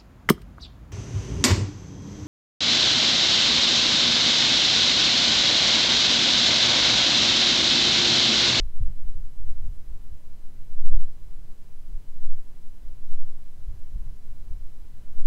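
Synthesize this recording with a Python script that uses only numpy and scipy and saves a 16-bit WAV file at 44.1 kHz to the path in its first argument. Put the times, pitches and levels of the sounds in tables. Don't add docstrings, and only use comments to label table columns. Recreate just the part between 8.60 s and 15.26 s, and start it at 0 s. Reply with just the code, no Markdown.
import sys
import numpy as np
from scipy import signal
from scipy.fft import rfft, irfft, next_fast_len
from scipy.io import wavfile
from scipy.ndimage import map_coordinates

SR = 44100
rng = np.random.default_rng(int(sys.argv[2]) if len(sys.argv) > 2 else 0)


def transcribe(signal):
    frames = np.atleast_2d(signal).T
    limited = np.clip(frames, -1, 1)
    pcm = np.round(limited * 32767).astype(np.int16)
    wavfile.write(sys.argv[1], SR, pcm)


N = 293706

# (peak time [s], rumble level [dB], flutter level [dB], length [s])
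WIND_GUSTS = [(-0.014, -18.5, -60, 0.11), (0.224, -20, -36, .13), (0.458, -25.5, -45, 0.09),
              (0.567, -25.5, -45, 0.14), (0.83, -32.5, -47.5, 0.27), (1.047, -26.5, -42, 0.14),
              (1.292, -35, -56, 0.14), (1.521, -36, -49, 0.069), (2.376, -34, -49, 0.15),
              (2.648, -40, -58, 0.27), (3.312, -42, -47.5, 0.16), (4.24, -40.5, -64, 0.36),
              (5.098, -33.5, -41.5, .09), (5.346, -26.5, -41.5, 0.16), (5.47, -28, -46, 0.082),
              (5.713, -38, -63, 0.23), (5.911, -26, -46, 0.13), (6.42, -43.5, -65, 0.18)]
# (time [s], level [dB])
BREEZE_LEVELS = [(0, -45.5), (2.1, -44.5), (3.0, -48), (4.8, -49.5), (5.6, -42.5), (6.66, -43.5)]
# (time [s], level [dB], swing rate [Hz], half length [s])
PRESSURE_SURGES = [(0.234, -10, 4.6, 0.088), (0.542, -13, 5.37, 0.159), (0.944, -11.5, 5.76, 0.14),
                   (2.308, -2.6, 6.7, 0.15), (3.687, -5.5, 6.4, 0.083), (4.567, -7, 5.76, 0.12),
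                   (6.636, -6, 6.4, 0.092)]
# (time [s], peak level [dB], half length [s])
SWIRL_THUMPS = [(0.216, -20, 0.0051), (0.23, -18, 0.011), (2.351, -10, 0.015), (3.342, -21, 0.018),
                (5.086, -23, 0.011), (5.353, -29, 0.008), (5.928, -25, 0.009)]
# (frequency [Hz], relative level [dB])
BIG_SWIRL_SPECTRUM = [(10, -35.5), (18, 11), (25, 0), (40, -2), (58, -11.5), (80, -22), (140, -54.5),
                      (400, -120)]
SMALL_SWIRL_SPECTRUM = [(35, -44), (60, -1), (100, -3.5), (150, -13), (250, -29), (500, -51.5),
                        (1200, -120)]
SWAY_SPECTRUM = [(2, 3.0), (5, -6.0), (9, -5.5), (15, -10.5), (25, -43), (60, -120)]
FAR_RUMBLE_SPECTRUM = [(20, -8.5), (50, 2), (100, 2), (150, -2.5), (200, -8), (350, -13), (500, -17.5),
                       (1000, -24.5), (2000, -31), (5000, -42), (15000, -55)]
HISS_SPECTRUM = [(20, 6.5), (1000, 2), (3000, 1), (6000, -0.5), (12000, -2), (15700, -3.5)]
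# (frequency [Hz], relative level [dB])
WHINE_TONES = [(1000, -83.5), (2000, -85.5), (3000, -86), (4000, -86), (5000, -86.5), (6000, -88.5),
               (7000, -88.5), (8000, -88.5), (9000, -95), (10000, -95), (11000, -101), (12000, -107)]

RISE_SHARE, GUST_SHAPE = 0.23, 1.76
BREEZE_WANDER_DB, BREEZE_FLUTTER_DB = 2.5, -11
FLUTTER_ONSET_DB = -54
OVERLOAD_LIMIT, TOP_HZ = 0.7, 15760


def wind_buffeting():
    rumble = swirling_air(BIG_SWIRL_SPECTRUM, span=0.041)
    flutter = swirling_air(SMALL_SWIRL_SPECTRUM, span=0.068)
    breeze_db = np.interp(clock(), *np.transpose(BREEZE_LEVELS))
    rumble_gain = amp(breeze_db + BREEZE_WANDER_DB * wobble(7))
    flutter_gain = amp(BREEZE_FLUTTER_DB) * rumble_gain
    for time, rumble_db, flutter_db, length in WIND_GUSTS:
        swell = gust(time, length)
        rumble_gain = np.hypot(rumble_gain, amp(rumble_db) * swell)
        flutter_gain = np.hypot(flutter_gain, amp(flutter_db) * swell)
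    lull_fade = flutter_gain / (flutter_gain + amp(FLUTTER_ONSET_DB))
    return rumble_gain * rumble + flutter_gain * lull_fade * flutter


def gust(peak_time, length):
    t = clock() - peak_time
    side_length = length * np.where(t < 0, RISE_SHARE, 1 - RISE_SHARE)
    return np.exp(-np.abs(t / side_length) ** GUST_SHAPE)


def swirling_air(spectrum, span):
    air = noise(spectrum)
    width = int(span * SR)
    window = signal.windows.hann(width)
    padded_power = np.pad(air ** 2, width, "reflect")
    local_power = signal.fftconvolve(padded_power, window / window.sum(), "same")[width:-width]
    return air / np.sqrt(np.abs(local_power))


def pressure_surges():
    sway = amp(-26.5) * swirling_air(SWAY_SPECTRUM, span=0.78)
    for time, db, swing_hz, half_length in PRESSURE_SURGES:
        t = clock() - time
        swell = np.exp(-(t / half_length) ** 2)
        sway += amp(db) * swell * np.sin(2 * np.pi * swing_hz * t)
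    return sway


def swirl_thumps():
    thumps = np.zeros(N)
    for time, db, half_length in SWIRL_THUMPS:
        offset = (clock() - time) / half_length
        thumps += amp(db) * (2 * offset ** 2 - 1) * np.exp(-offset ** 2)
    return thumps


def far_rumble():
    level_db = -55.0 + 0.19 * wobble(1.75) + 0.48 * wobble(9)
    return amp(level_db) * noise(FAR_RUMBLE_SPECTRUM)


def camera_electronics():
    phases = rng.uniform(0, 2 * np.pi, len(WHINE_TONES))
    whine = np.zeros(N)
    for (hz, db), phase in zip(WHINE_TONES, phases):
        whine += amp(db) * np.sqrt(2) * np.sin(2 * np.pi * hz * clock() + phase)
    return amp(-67.5) * noise(HISS_SPECTRUM) + amp(-1.0) * whine


def noise(spectrum):
    size = next_fast_len(N + 8192)
    hz, db = np.transpose(spectrum)
    frequencies = np.fft.rfftfreq(size, 1 / SR)
    gain = amp(np.interp(np.log(frequencies + 1), np.log(hz + 1), db, left=-120))
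    coloured = irfft(rfft(rng.standard_normal(size)) * gain, size)[:N]
    return coloured / np.sqrt(np.mean(coloured ** 2) + 1e-20)


def wobble(rate):
    return map_coordinates(rng.standard_normal(400), [clock() * rate], mode="wrap")


def amp(db):
    return 10 ** (np.asarray(db) / 20)


def clock():
    return np.arange(N) / SR


def scene():
    wind = wind_buffeting() + pressure_surges() + swirl_thumps()
    return (wind + far_rumble() + camera_electronics())[None]


def record(dry):
    flattened = np.clip(dry, -OVERLOAD_LIMIT, OVERLOAD_LIMIT)
    lowpass = signal.firwin(801, TOP_HZ, fs=SR, window="blackman")
    edge = len(lowpass) // 2
    padded = np.pad(flattened, ((0, 0), (edge, edge)), "reflect", reflect_type="odd")
    return signal.fftconvolve(padded, lowpass[None], "valid", axes=1)


dry = scene()
out = record(dry)
transcribe(out)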